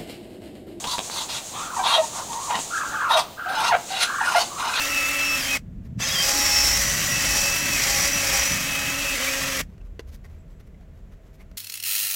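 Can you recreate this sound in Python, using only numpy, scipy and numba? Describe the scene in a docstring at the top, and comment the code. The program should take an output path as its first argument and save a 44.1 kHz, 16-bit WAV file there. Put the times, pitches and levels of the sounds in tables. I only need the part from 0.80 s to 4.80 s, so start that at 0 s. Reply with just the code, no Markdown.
"""Two ducks greet each other in a wire pen, a metre or two away. One pushes air through throat
and bill in swelling, breathy hisses; the other answers with fluttering whistled trills that
break into falling squeaks. Feet scuff and tick on the dirt. Behind them lie outdoor rumble,
a throbbing insect-like sizzle and a thin electrical whine."""
import sys
import numpy as np
from scipy import signal
from scipy.fft import rfft, irfft
from scipy.io import wavfile
from scipy.ndimage import map_coordinates
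from numba import njit

SR = 44100
rng = np.random.default_rng(int(sys.argv[2]) if len(sys.argv) > 2 else 0)


def to_wav(s):
    """Save 16-bit WAV."""
    ch = np.atleast_2d(s).T  # columns
    pcm = np.round(np.clip(ch, -1, 1) * 32767)  # PCM
    wavfile.write(sys.argv[1], SR, pcm.astype(np.int16))


N = 176400


def undb(db):
    """Decibels to gain."""
    return 10 ** (np.asarray(db) / 20)


def unit(x):
    """Scale to rms 1."""
    return x / np.sqrt(np.mean(x ** 2))


def walk(rate_hz, n):
    """Smooth random wander, spread about 1."""
    at = np.arange(n) / SR * rate_hz
    return 1.1 * map_coordinates(rng.standard_normal(8192), [at + rng.uniform(0, 1)], order=3, mode="wrap")


def coloured(points):
    """Noise of rms 1, shaped by (Hz, dB) points."""
    hz, db = np.array(points).T
    bins_hz = np.maximum(np.arange(N // 2 + 1) * SR / N, 1)
    gain = undb(np.interp(np.log(bins_hz), np.log(hz), db))
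    return unit(irfft(rfft(rng.standard_normal(N)) * gain, N))


@njit
def bandpass(x, hz, width_hz):
    """State-variable band-pass with a moving centre."""
    y, band_state, low_state = np.empty(len(x)), 0., 0.
    for i in range(len(x)):
        g = np.tan(np.pi * min(hz[i], .45 * SR) / SR)
        damping = width_hz / hz[i]
        band = (band_state + g * (x[i] - low_state)) / (1 + g * (g + damping))
        band_state = 2 * band - band_state
        low_state += 2 * g * band
        y[i] = damping * band
    return y


def resonance(hz, width_hz):
    """Turbulent air in one steep-sided resonance."""
    once = bandpass(rng.standard_normal(len(hz)), hz, float(width_hz))
    return bandpass(once, hz, float(width_hz))


def gate(t, start_s, end_s, edge_s):
    """Smooth on and off, each edge centred on its time."""
    ramp = np.clip(np.minimum(t - start_s, end_s - t) / edge_s + .5, 0, 1)
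    return np.sin(np.pi / 2 * ramp) ** 2


def add(out, start_s, x):
    """Mix x in at start_s."""
    i = max(int(start_s * SR), 0)
    out[i:i + len(x)] += x[:max(N - i, 0)]


def rumble(t):
    """Low outdoor noise that wavers and dips once."""
    # Each row: frequency in Hz, level in dB.
    spectrum = [(25, -5.5), (60, -1), (130, 0), (250, 0.5), (420, -1.5), (700, 2), (950, -1), (1500, -11),
                (2200, -13), (3800, -8.5), (5500, -15), (9000, -18.5), (12000, -23), (16000, -19.5)]
    lull_s, lull_half_width_s, lull_db = 2.53, .21, -2.5
    dip_db = lull_db * np.exp(-((t - lull_s) / lull_half_width_s) ** 2)
    return coloured(spectrum) * undb(-40.5 + dip_db + .97 * walk(9.7, N))


def sizzle(t):
    """High insect-like noise that throbs and pauses."""
    # Each row: frequency in Hz, level in dB.
    spectrum = [(1000, -20), (2500, -13), (4000, -7), (5300, -8), (6500, 1), (7400, -0.5), (9000, -7),
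                (11000, -15.5), (16000, -31)]
    # Each row: time in seconds, level in dB.
    envelope = [(0, -36), (.3, -36.5), (.7, -37.5), (.9, -38), (1.2, -35.5), (1.4, -37), (1.55, -35.5),
                (1.84, -34), (2.09, -37.5), (2.25, -45.5), (2.45, -56), (2.88, -58), (3.02, -37.5),
                (3.35, -40.5), (3.65, -38), (4.0, -41.5)]
    throb_hz, crest_s = 7.07, .691
    throb_db = 2 * np.cos(2 * np.pi * throb_hz * (t - crest_s))
    level_db = np.interp(t, *np.array(envelope).T)
    return coloured(spectrum) * undb(level_db + throb_db + 1.25 * walk(22.5, N))


def whine(t, hz=14947, rms_db=-55):
    """Thin, steady electrical tone."""
    return np.sqrt(2) * undb(rms_db) * np.sin(2 * np.pi * hz * t)


def feet(t):
    """Feet tick and scuff on grit: fast-decaying noise bursts."""
    # Each row: start in seconds, level in dB, decay in seconds.
    ticks = [(0.041, -23.5, 0.01), (.073, -18.5, 0.0011), (.182, -20.5, 0.0034), (.191, -16, 0.0024),
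             (.299, -24, 0.0013), (1.53, -30, 0.0055), (1.754, -22.5, 0.0081), (1.79, -25, 0.0038)]
    # Each row: frequency in Hz, level in dB.
    grit_spectrum = [(60, -16), (150, 5), (400, 2.5), (900, 7), (1800, -8.5), (3200, 2.5), (5000, -7),
                     (15000, -27)]
    envelope = sum(undb(db) * (t >= start_s) * np.exp(-np.abs(t - start_s) / decay_s)
                   for start_s, db, decay_s in ticks)
    return coloured(grit_spectrum) * envelope


def squeaks():
    """Short, mostly lower notes of the whistle that settle in pitch and grow raspy."""
    # Each row: start and length in seconds, first and last pitch in Hz, relative level in dB,
    # overtone level in dB, roughness from 0 to 1.
    notes = [(0.055, .04, 955, 1023, -31.5, -25, 0.54), (.13, 0.027, 996, 962, -26, -28, 0.14),
             (0.965, 0.0096, 1005, 895, -21.5, -18, 0.2), (0.992, 0.013, 802, 787, -21.5, -11, 0.3),
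             (1.159, 0.02, 758, 630, -21.5, -34, 0.42), (1.178, 0.029, 660, 628, -16, -14, 0.02),
             (1.217, 0.031, 900, 926, -28.5, -17, 0.3), (1.702, 0.014, 962, 900, -22, -25, 0.3),
             (1.743, .014, 995, 942, -30, 2.5, 0.3), (2.125, 0.058, 865, 870, -35, -25, 0.03),
             (2.307, .014, 929, 892, -17, -11, 0.1), (2.349, 0.035, 688, 623, -19.5, -15, 0.19),
             (2.66, 0.12, 736, 812, -29.5, -13, 0.56), (2.769, 0.053, 866, 895, -21, -31, 0.31),
             (2.89, 0.015, 938, 1000, -18, -27, 0.04), (2.906, 0.0227, 1012, 810, -17.5, -10, 0.03),
             (2.922, 0.0333, 753, 682.5, -16, -5, 0.4), (3.103, 0.054, 768, 778, -30, -10, .35),
             (3.411, 0.0075, 993, 837, -15, -16, 0.2), (3.472, .023, 1427, 1450, -18, -18, 0.08),
             (3.548, 0.01, 992, 770, -13, -12, 0.2), (3.555, 0.0316, 700, 713, -16, -8.5, .3)]
    edge_s, rasp_hz, overtone_step_db = .00604, 502, -6
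    out, n = np.zeros(N), SR // 10
    t = np.arange(n) / SR - edge_s / 2
    for start_s, length_s, first_hz, last_hz, db, overtone_db, roughness in notes:
        progress = np.clip(t / length_s, 0, 1)
        rasp = roughness * (.5 + progress)
        glide_hz = last_hz + (first_hz - last_hz) * (1 - progress) ** 1.84
        pitch_hz = glide_hz * (1 + .12 * rasp * walk(rasp_hz, n))
        phase = 2 * np.pi * np.cumsum(pitch_hz) / SR
        overtones = sum(undb(overtone_step_db * k) * np.sin((k + 2) * phase + rng.uniform(0, 2 * np.pi))
                        for k in range(5))
        tone = np.sin(phase) + undb(overtone_db) * overtones
        tone *= 1 + .6 * rasp * walk(rasp_hz, n)
        add(out, start_s - edge_s / 2, np.sqrt(2) * undb(db) * tone * gate(t, 0, length_s, edge_s))
    return out


def cavity(modes, tuning, wander_db=2):
    """Air excites a cavity's resonances; each wanders in level."""
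    return sum(undb(db + wander_db * walk(31.1, len(tuning))) * resonance(hz * tuning, width_hz)
               for hz, width_hz, db in modes)


def jet_whistles(air):
    """The air jet gains narrow, rising whistles, each swelling and fading on its own."""
    count, low_hz, high_hz = 22, 2297.5, 13470
    relative_width, rise_per_s, wander_db = .014, .35, 4.5
    t = np.arange(len(air)) / SR
    rise = 1 + rise_per_s * t
    places = (np.arange(count) + rng.random(count)) / count
    peaks = sum(undb(wander_db * walk(26.5, len(t))) * bandpass(air, hz * rise, hz * relative_width)
                for hz in low_hz * (high_hz / low_hz) ** places)
    return unit(air + .97 * peaks)


def hisses():
    """Air swells through throat and bill, holds and is cut off; flow flutters, resonances drift."""
    # Each row: start, full strength and end in seconds, first and full relative level in dB,
    # throat resonance in Hz, throat, windpipe and treble gain in dB, tuning factor.
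    breaths = [(0.059, 0.118, 0.14, -36.5, -25.5, 960, -10, -10, -0.5, 1.0),
               (.30, 0.385, .42, -38, -26.5, 960, -6, -9, 0, 1),
               (0.481, 0.56, 0.58, -32, -30, 910, -9, 0.5, 2.5, 0.95),
               (.735, .78, .86, -41, -41, 940, -0.5, -1, -14, 0.9),
               (1.027, 1.068, 1.17, -33.5, -20, 950, -2, -4, -4.5, 0.96),
               (1.323, 1.385, 1.41, -52, -42, 1023, 10.5, 0, 9, 1.03),
               (1.69, 1.75, 1.78, -34.5, -36.5, 870, 8, 4, 2, 0.74),
               (2.288, 2.314, 2.346, -32, -23, 910, 3.5, -4.5, 0.5, .97),
               (2.358, 2.373, 2.397, -34, -21.5, 910, 1.5, -2.5, 3, 0.93),
               (2.68, 2.836, 2.885, -38, -26, 930, -2.5, -0.5, 2.5, 0.99),
               (3.074, 3.185, 3.205, -36.5, -25.5, 780, -8.5, 0.5, 0, 1.006),
               (3.197, 3.224, 3.236, -20, -18, 830, -14, 2.5, -0.5, .99),
               (3.411, 3.466, 3.57, -39, -29.5, 950, 1, 8.5, 11, 0.98),
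               (3.55, 3.594, 3.62, -28, -22.5, 870, -3.5, -1.5, 2, 1.04),
               (3.774, 3.837, 3.925, -35.5, -30.5, 930, 1.5, 5.5, 5, 0.99),
               (3.929, 3.945, 4, -27.5, -23.5, 1050, -8, 1, -1, 1.0)]
    # Resonances of windpipe, open bill and bill edges. Each row: centre in Hz, width in Hz, gain in dB.
    windpipe_modes = [(1422, 280, 0), (2025, 350, -0.5), (2518, 420, -1.5), (2872, 370, 0.5)]
    bill_modes = [(3460, 510, -0.5), (3920, 390, 4), (4350, 510, 0)]
    edge_modes = [(5120, 780, -6.5), (6140, 1340, -9.5), (7770, 3800, -18.5), (9360, 2300, -12),
                  (12000, 3400, -20), (14500, 3400, -23)]
    attack_s, release_s, flutter_hz, flutter_db = .012, .016, 112, 1.43
    out, n = np.zeros(N), SR // 3
    t = np.arange(n) / SR
    for start_s, full_s, end_s, first_db, full_db, throat_hz, throat_db, pipe_db, edge_db, tuning in breaths:
        drift = 1 + .017 * walk(24.2, n)
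        windpipe = undb(pipe_db) * cavity(windpipe_modes, tuning * drift)
        bill = cavity(bill_modes, tuning * drift)
        edges = undb(edge_db) * cavity(edge_modes, tuning * drift)
        jet = jet_whistles(windpipe + bill + edges)
        throat = undb(throat_db) * unit(resonance(throat_hz * drift, width_hz=485))
        swell_db = np.interp(t + start_s, [start_s, full_s], [first_db, full_db])
        effort = undb(swell_db + flutter_db * walk(flutter_hz, n))
        valve = np.minimum(t / attack_s, 1) * np.exp(-np.maximum(t + start_s - end_s, 0) / release_s)
        add(out, start_s, effort * valve * (jet + throat))
    return out


def trills(t):
    """A wheezy whistle warbles unevenly about a slow contour, wider the harder it is blown."""
    # One curve per trill. Each row: time in seconds, centre pitch in Hz, relative level in dB.
    curves = [
        [(.73, 995, -40.5), (.82, 1242, -32.5), (.89, 1395, -36), (.95, 1130, -30), (1.0, 950, -26),
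         (1.06, 950, -25.5), (1.16, 1005, -31)],
        [(1.48, 845, -40), (1.52, 980, -31.5), (1.61, 980, -32), (1.65, 1150, -37), (1.70, 934, -27),
         (1.76, 957, -24)],
        [(1.895, 1157, -42.5), (1.94, 1497, -26.5), (1.99, 1369, -26.5), (2.04, 1251, -27), (2.09, 1444, -32),
         (2.19, 1427, -23), (2.25, 1345, -22), (2.31, 1177, -23.5), (2.40, 1162, -24.5)],
        [(2.57, 1330, -37), (2.605, 1457, -29), (2.63, 1396, -32.5), (2.68, 1457, -27.5), (2.76, 1451, -30),
         (2.83, 1423, -27.5), (2.89, 1300, -28.5)],
        [(3.22, 1403, -30.5), (3.29, 1442, -29), (3.34, 1475, -26.5), (3.40, 1558, -24.5), (3.46, 1500, -27),
         (3.50, 1280, -31.5), (3.55, 1192, -27)],
        [(3.70, 1092, -40), (3.78, 1201, -33.5), (3.84, 1250, -29.5), (3.90, 1422, -30.5), (3.96, 1556, -31),
         (4.0, 1630, -24.5)],
    ]
    warble_hz, warble_depth, depth_reference_db = 46.06, .1298, -25
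    overtone_db, throb_db, breath_db = -20, 2, -8.5
    out = np.zeros(N)
    for curve in curves:
        times_s, hz, db = np.array(curve).T
        centre_hz = np.interp(t, times_s, hz)
        level_db = np.interp(t, times_s, db)
        rate_hz = warble_hz * (1 + .4 * walk(40, N))
        swing = np.sin(2 * np.pi * np.cumsum(rate_hz) / SR)
        depth = warble_depth * undb(.501 * (level_db - depth_reference_db))
        jitter = .06 * walk(220, N)
        phase = 2 * np.pi * np.cumsum(centre_hz * (1 + depth * swing + jitter)) / SR
        tone = np.sin(phase) + undb(overtone_db) * np.sin(2 * phase)
        tone = unit(tone * undb(throb_db * walk(130, N)))
        breath = undb(breath_db) * unit(resonance(centre_hz, width_hz=410))
        out += unit(tone + breath) * undb(level_db) * gate(t, times_s[0], times_s[-1], edge_s=.012)
    return out


def pen(x):
    """Close reflections from ground and walls, and a short, weak tail."""
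    # Each row: delay in seconds, gain in dB.
    echoes = [(.0043, -12.5), (.0108, -9.5), (.0185, -13)]
    t60_s, tail_db, build_s = .32, -11.5, .01
    t = np.arange(SR // 2) / SR
    tail = rng.standard_normal(len(t)) * undb(-60 * t / t60_s) * np.minimum(t / build_s, 1)
    response = undb(tail_db) * tail / np.sqrt(np.sum(tail ** 2))
    for delay_s, db in echoes:
        response[int(delay_s * SR)] += undb(db)
    return x + signal.fftconvolve(x, response)[:N]


def scene():
    """Both ducks and their feet in the pen, over the background; mono."""
    t = np.arange(N) / SR
    low_cut_hz, voice_db = 483, -1.9  # small throats radiate no bass
    low_cut = signal.butter(4, low_cut_hz, "high", fs=SR, output="sos")
    voices = undb(voice_db) * signal.sosfilt(low_cut, hisses() + trills(t) + squeaks())
    return (pen(voices + feet(t)) + rumble(t) + sizzle(t) + whine(t))[None]


def record(dry, top_hz=15750):
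    """Steep low-pass."""
    return signal.sosfilt(signal.ellip(10, .2, 80, top_hz, fs=SR, output="sos"), dry)


dry = scene()
out = record(dry)
to_wav(out)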